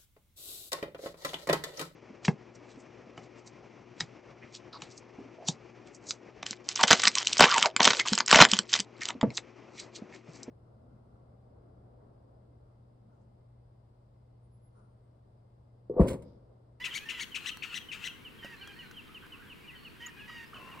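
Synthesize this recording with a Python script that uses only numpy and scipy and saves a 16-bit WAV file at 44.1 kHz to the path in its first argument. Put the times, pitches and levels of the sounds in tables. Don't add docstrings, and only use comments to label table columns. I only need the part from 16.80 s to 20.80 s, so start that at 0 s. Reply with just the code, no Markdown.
import sys
import numpy as np
from scipy import signal
from scipy.fft import rfft, irfft
from scipy.io import wavfile

SR = 44100
rng = np.random.default_rng(int(sys.argv[2]) if len(sys.argv) > 2 else 0)


def store_pcm(level_fs):
    pcm = np.round(np.clip(level_fs, -1, 1) * 32767).astype(np.int16)
    wavfile.write(sys.argv[1], SR, np.atleast_2d(pcm).T)


N = 176400

# t/s, length/s, starting f/Hz, level/dB, treble/dB per octave
YELPS = [(0.04, .028, 2856, -31.5, 1), (0.287, 0.028, 2974, -32.5, -0.5), (0.544, 0.027, 2833, -32.5, 0.5),
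         (.822, 0.023, 2722, -32.5, -6), (1.114, 0.027, 2680, -36, -2)]
# t/s, length/s, top f/Hz, level/dB, treble/dB per octave
YAPS = [(0.139, .043, 2302, -31.5, 2.5), (0.395, 0.042, 2251, -32, 2), (0.658, .040, 2017, -30.5, 0.5),
        (0.941, .041, 2046, -32, 0.5), (1.239, 0.04, 2060, -32.5, 0)]
# f/Hz, level/dB
THROAT = [(900, -16), (1400, -25.5), (2100, -6.5), (2750, 0), (3400, -7), (4200, -12.5), (4900, -17.5),
          (6000, -12.5), (6900, -15), (8000, -20), (10500, -27), (15000, -42)]
# f/Hz, left minus right/dB
HARSH_PAN = [(1200, 13), (2000, 7), (2800, 12), (4000, 7), (6000, -0.5), (8500, 1), (14000, 3)]
# f/Hz, level/dB
NOTE_HISS = [(900, -22), (1400, -2), (2700, 7.5), (4600, -11), (5600, -0.5), (7500, -5.5), (9500, -14.5),
             (15000, -19)]
# f/Hz, level/dB
LINK_HISS = [(800, -23), (1300, -3.5), (2000, -8.5), (2700, 3), (3500, -10), (4700, -17.5), (5800, -21),
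             (7400, -18), (9000, -27.5), (15000, -32)]
# t/s, starting f/Hz, level/dB
QUICK_CHIRPS = [(.105, 3226, -44.5), (.318, 3210, -45.5), (.514, 3200, -48), (.710, 3240, -44.5),
                (.895, 3120, -48.5), (1.083, 3120, -46), (1.27, 3190, -46), (1.446, 3155, -47),
                (1.630, 3120, -46.5), (1.809, 3120, -47), (1.986, 3120, -48.5), (2.166, 3145, -48),
                (2.343, 3106, -48), (2.518, 3060, -49), (2.695, 3045, -49.5), (2.873, 2985, -49),
                (3.046, 3045, -49.5), (3.217, 3065, -50.5), (3.388, 3000, -49.5), (3.563, 3020, -52),
                (3.739, 3030, -49.5), (3.909, 2960, -52)]
# t/s, starting f/Hz, level/dB
SLOW_CHIRPS = [(.02, 3500, -48.5), (.345, 3450, -52.5), (.995, 3290, -52), (1.293, 3310, -53),
               (1.584, 3290, -55), (1.862, 3320, -55), (2.135, 3290, -59.5), (2.408, 3300, -61),
               (2.668, 3310, -64), (2.948, 3160, -55), (3.225, 3110, -50.5), (3.492, 3170, -56.5),
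               (3.756, 3150, -56.5)]
# t/s, length/s, start f/Hz, middle f/Hz, end f/Hz, level/dB, boost above harmonic 2/dB
WAILS = [(0, 0.1, 938, 1026, 895, -38.5, -2), (0.169, 0.0824, 782, 822, 865, -51.5, 12),
         (.254, 0.056, 884, 906, 897, -42, -4), (.3, 0.12, 1000, 1009, 889, -43, 3),
         (1.622, 0.14, 909, 953, 851, -45, -6), (1.795, 0.161, 770, 804, 799, -50, 2),
         (1.96, 0.096, 888, 960, 878, -49.5, -7), (2.03, 0.05, 819, 750, 740, -53, 1),
         (3.203, 0.103, 916, 963, 893, -42, -15), (3.365, 0.11, 787, 835, 842, -51, 4.5),
         (3.476, 0.18, 972, 939, 919, -42.5, -2.5)]
WAIL_HARMONICS = [-23, -7.5, -13.5, -23.5, -28.5, -36, -37]
# f/Hz, level/dB
WAIL_RASP = [(700, -11), (1200, -4.5), (1900, 12), (3000, 3.5), (4200, -7), (5500, -3.5), (7000, -10),
             (12000, -20)]
# t/s, length/s, start f/Hz, middle f/Hz, end f/Hz, level/dB, left minus right/dB
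WHISTLES = [(0.591, 0.15, 4040, 4180, 4300, -64, -9), (.76, 0.2, 4300, 4390, 4270, -64.5, -7),
            (1.76, .11, 4160, 4230, 4320, -65, -4), (1.92, 0.19, 4320, 4270, 4020, -69.5, -7),
            (2.955, .17, 4350, 4380, 4380, -69, -6.5), (3.299, 0.188, 2425, 2500, 2510, -65.5, 13),
            (3.65, 0.05, 4700, 5070, 5500, -68, 3), (3.78, 0.13, 2670, 2698, 2780, -61.5, 16),
            (3.981, 0.063, 2680, 2880, 2920, -53.5, -5)]
# t/s, length/s, throat ringing f/Hz, level/dB
CROAKS = [(1.625, 0.059, 1610, -55.5), (2.421, 0.047, 1530, -57), (2.432, .02, 1080, -56),
          (2.527, 0.068, 1110, -63), (2.619, 0.073, 1590, -60), (3.265, 0.019, 1340, -49.5),
          (3.496, 0.014, 1220, -41.5), (3.73, 0.017, 1250, -44.5), (3.745, .04, 1450, -57)]
# f/Hz, level/dB
RATTLE_NOISE = [(60, -15), (150, 3), (330, 0.5), (700, -3.5), (1500, -4), (4000, -17), (12000, -31)]
# t/s, level/dB, time to fade by 60 dB/s
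TICKS = [(0.7718, -39.5, 0.012), (1.646, -49, 0.086), (1.767, -53.5, 0.0063), (1.875, -45.5, 0.018),
         (2.112, -46.5, 0.024), (2.467, -47.5, 0.0075)]
# f/Hz, level/dB
TICK_NOISE = [(150, -22), (600, -8), (1500, 7), (3000, -9), (6000, -4), (9000, -14), (15000, -12.5)]
# f/Hz, level/dB, time to fade by 60 dB/s
KNOCK_TONES = [(216, -44.5, 0.069), (302, -43, 0.039), (560, -42, 0.048), (680, -49.5, .045)]
# f/Hz, level/dB
SHORE_COLOUR = [(500, 6.5), (1400, 3.5), (2700, 2), (4200, 3), (5500, 2), (7500, 0.5), (14000, 16)]
# f/Hz, level/dB
AIR_NOISE = [(15, -6), (25, -4), (107, 2), (253, 0.5), (469, -5), (582, -14), (804, -15), (970, -8.5),
             (1300, -10.5), (1530, -9), (2230, -11), (2920, -9.5), (3340, -16), (4150, -20), (6210, -30),
             (12500, -27), (15500, -29.5)]
# f/Hz, likeness (0 unrelated, 1 the same)
AIR_LIKENESS = [(50, .15), (250, 0.14), (600, 0.12), (1200, 0.22), (3000, 0.25), (6000, 0.81),
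                (13000, 0.54)]

ECHO_DELAY_S, CUTOFF_HZ = .00927, 15800


def harsh_bird():
    out = np.zeros((2, N))
    for start, length, hz, db, treble_db in YELPS:
        fall = (1 - np.cos(np.pi * progress(length))) / 2
        add(out, start, harsh_note(hz * .43 ** fall, db, treble_db))
    for start, length, hz, db, treble_db in YAPS:
        arch = np.abs(np.sin(np.pi * progress(length))) ** 1.15
        add(out, start, harsh_note(hz * (.6 + .4 * arch), db, treble_db))
    for yelp, yap in zip(YELPS, YAPS):
        yelp_end = yelp[0] + yelp[1]
        u = progress(yap[0] - yelp_end)
        sagging_level = from_db(-43.5 - 10.5 * np.sin(np.pi * u))
        add(out, yelp_end, pan(5.4) * sagging_level * noise(len(u), LINK_HISS))
    add(out, ECHO_DELAY_S, from_db(-5.5) * out)
    return out


def harsh_note(hz, db, treble_db):
    u, length = np.linspace(0, 1, len(hz)), len(hz) / SR
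    phase = 2 * np.pi * np.cumsum(hz * (1 + .009 * wobble(u, length, 1270))) / SR
    ear_phase = phase + np.pi * hz * .00001 * [[1], [-1]]
    tilt = treble_db - 7.5 * (1 - np.sin(np.pi * u))
    wave = 0
    for k in range(1, 13):
        harmonic_hz = k * hz
        treble_octaves = np.log2(np.maximum(harmonic_hz / 2330, 1))
        gain = from_db(at_hz(THROAT, harmonic_hz) + tilt * treble_octaves) * (harmonic_hz < CUTOFF_HZ)
        wave = wave + gain * pan(at_hz(HARSH_PAN, harmonic_hz)) * np.sin(k * ear_phase)
    hiss = from_db(-16.5) * noise(len(u), NOTE_HISS) * np.sin(np.pi * u / 2) * pan(2)
    rasp = 1 + .18 * wobble(u, length, 2200)
    return from_db(db) * (wave * rasp + hiss) * fade(u, length, .002, .002)


def chirping_bird(notes, length_s, fall_share):
    out, u = np.zeros(N), progress(length_s)
    for start, hz, db in notes:
        level = from_db(db - 6.5 * u ** 2) * fade(u, length_s, .0075, .0077)
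        glide = hz * (1 - fall_share * u ** 1.41)
        waver = 1 + .0083 * wobble(u, length_s, 67)
        add(out, start, level * tone(glide * waver, [0, -40], jitter=.012, flutter=.25))
    return out * pan(-.5)


def wailing_bird():
    out = np.zeros(N)
    for start, length, *pitches, db, upper_db in WAILS:
        u = progress(length)
        hz = arc(u, *pitches)
        harmonics_db = []
        for k, level in enumerate(WAIL_HARMONICS, 1):
            nasal_db = 10.5 / (1 + ((k * hz - 4730) / 59) ** 2)
            harmonics_db.append(level + upper_db * (k > 2) + nasal_db)
        rasp = from_db(-15) * noise(len(u), WAIL_RASP)
        voice = tone(hz, harmonics_db, jitter=.0096, flutter=.19)
        add(out, start, from_db(db) * fade(u, length, .0047, .011) * (voice + rasp))
    return out * pan(-1.3)


def whistling_birds():
    out = np.zeros((2, N))
    for start, length, *pitches, db, pan_db in WHISTLES:
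        u = progress(length)
        hz = arc(u, *pitches) * (1 + .0045 * wobble(u, length, 33))
        voice = tone(hz, [0], jitter=.012, flutter=.11)
        add(out, start, pan(pan_db) * from_db(db) * fade(u, length, .015, .019) * voice)
    return out


def croaks(pulses_per_s=250, ring_width_hz=154):
    out, decay = np.zeros(N), np.exp(-np.pi * ring_width_hz / SR)
    for start, length, hz, db in CROAKS:
        u = progress(length)
        rate = pulses_per_s * np.exp(.303 * wobble(u, length, 250))
        pulses = np.diff(np.floor(np.cumsum(rate) / SR), prepend=-1)
        throat = [1, -2 * decay * np.cos(2 * np.pi * hz / SR), decay ** 2]
        ringing = signal.lfilter([1, 0, -1], throat, pulses)
        band = signal.butter(2, [hz / 1.24, hz * 1.27], "band", fs=SR, output="sos")
        voice = unit_power(signal.sosfilt(band, ringing))
        add(out, start, from_db(db) * voice * fade(u, length, .004, .016))
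    return out * pan(-2.1)


def rattle(start=3.735, throbs_per_s=76):
    out, length = np.zeros(N), N / SR - start
    u = progress(length)
    rate = throbs_per_s * (1 + .23 * wobble(u, length, 73.7))
    throb = np.abs(np.sin(np.pi * np.cumsum(rate) / SR)) ** .61
    hz = 1095 - 300 * u * length
    voice = tone(hz, [-2, -26, -30, -21.5], jitter=.063, flutter=.37)
    body = from_db(-1.5) * noise(len(u), RATTLE_NOISE)
    add(out, start, from_db(-53.5) * unit_power(throb * (voice + body)))
    return out * pan(-1.9)


def small_bird(start=3.259, length_s=.014):
    out, u = np.zeros(N), progress(length_s)
    voice = tone(arc(u, 5900, 6850, 7000), [0, -16], jitter=.0044, flutter=.1)
    add(out, start, from_db(-43.5) * fade(u, length_s, .0075, .003) * voice)
    add(out, ECHO_DELAY_S, from_db(-17) * out)
    return out * pan(2.7)


def ticks_and_knock(knock_start=1.647):
    out, t = np.zeros(N), np.arange(SR // 10) / SR
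    for start, db, fade_s in TICKS:
        add(out, start, from_db(db - 60 * t / fade_s) * noise(len(t), TICK_NOISE))
    for hz, db, fade_s in KNOCK_TONES:
        add(out, knock_start, from_db(db - 60 * t / fade_s) * np.sin(2 * np.pi * hz * t))
    return out * pan(-2.8)


def distant_chorus(notes_per_s=26, low_hz=1091, high_hz=3566):
    out = np.zeros((2, N))
    for when, pitch, slide, span, loud, side in rng.random((int(notes_per_s * N / SR), 6)):
        u = progress(.0274 + .094 * span)
        start_hz = low_hz * (high_hz / low_hz) ** pitch
        hz = start_hz * (1 + .24 * (slide - .6) * u)
        level = from_db(-61.5 - 14 * (1 - loud)) * np.sin(np.pi * u)
        voice = tone(hz, [0, -26], jitter=.031, flutter=.73)
        add(out, when * N / SR, pan(8 * (side - .5)) * level * voice)
    return out


def shore_echoes(sound, build_s=.0063, fade_s=.43):
    t = np.arange(SR) / SR
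    scatter = colour(two_ears(*rng.standard_normal((2, SR)), likeness=.22), SHORE_COLOUR)
    shape = np.exp(-np.log(1000) * t / fade_s) * (1 - np.exp(-t / build_s))
    echoes = scatter * shape / np.sqrt(2 * np.sum(shape ** 2))
    return signal.fftconvolve(sound, echoes, axes=1)[:, :N]


def open_air():
    shared, apart = rfft(rng.standard_normal((2, N)))
    likeness = at_hz(AIR_LIKENESS, np.fft.rfftfreq(N, 1 / SR))
    air = irfft(two_ears(shared, apart, likeness), N)
    return from_db(-53.5) * unit_power(colour(air, AIR_NOISE)) * pan(1)


def tone(hz, harmonics_db, jitter, flutter):
    u, length = np.linspace(0, 1, len(hz)), len(hz) / SR
    phase = 2 * np.pi * np.cumsum(hz * (1 + jitter * wobble(u, length, 300))) / SR
    wave = sum(from_db(db) * np.sin(k * phase) for k, db in enumerate(harmonics_db, 1))
    return np.sqrt(2) * wave * (1 + flutter * wobble(u, length, 108))


def progress(length_s):
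    return np.linspace(0, 1, max(int(length_s * SR), 10))


def wobble(u, length_s, rate_hz):
    return np.interp(u * length_s * rate_hz, np.arange(512), rng.standard_normal(512))


def fade(u, length_s, in_s, out_s):
    ramp = np.minimum(u * length_s / in_s, (1 - u) * length_s / out_s)
    return np.sin(np.pi / 2 * np.clip(ramp, 0, 1)) ** 2


def arc(u, start, middle, end):
    return start * (1 - u) * (1 - 2 * u) + middle * 4 * u * (1 - u) + end * u * (2 * u - 1)


def noise(samples, table):
    return unit_power(colour(rng.standard_normal(samples), table))


def colour(x, table):
    n = x.shape[-1]
    return irfft(rfft(x) * from_db(at_hz(table, np.fft.rfftfreq(n, 1 / SR))), n)


def at_hz(table, hz):
    freqs, values = np.transpose(table)
    return np.interp(np.log(np.maximum(hz, 1)), np.log(freqs), values)


def two_ears(shared, apart, likeness):
    return np.sqrt(1 + likeness) * shared + np.sqrt(1 - likeness) * apart * [[1], [-1]]


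def pan(db):
    return from_db(np.array([[.5], [-.5]]) * db)


def from_db(db):
    return 10 ** (np.asarray(db) / 20)


def unit_power(x):
    return x / np.sqrt(np.mean(x ** 2) + 1e-20)


def add(out, start, x):
    i = max(int(start * SR), 0)
    x = x[..., :max(N - i, 0)]
    out[..., i:i + x.shape[-1]] += x


def scene():
    near = harsh_bird()
    far = (chirping_bird(QUICK_CHIRPS, length_s=.045, fall_share=.2186)
           + chirping_bird(SLOW_CHIRPS, length_s=.064, fall_share=.1376)
           + wailing_bird() + whistling_birds() + croaks() + rattle() + distant_chorus())
    echoes = shore_echoes(from_db(-15) * near + from_db(-12) * far)
    return near + far + echoes + small_bird() + ticks_and_knock() + open_air()


def record(dry):
    return signal.sosfilt(signal.ellip(10, .1, 70, CUTOFF_HZ, fs=SR, output="sos"), dry)


dry = scene()
out = record(dry)
store_pcm(out)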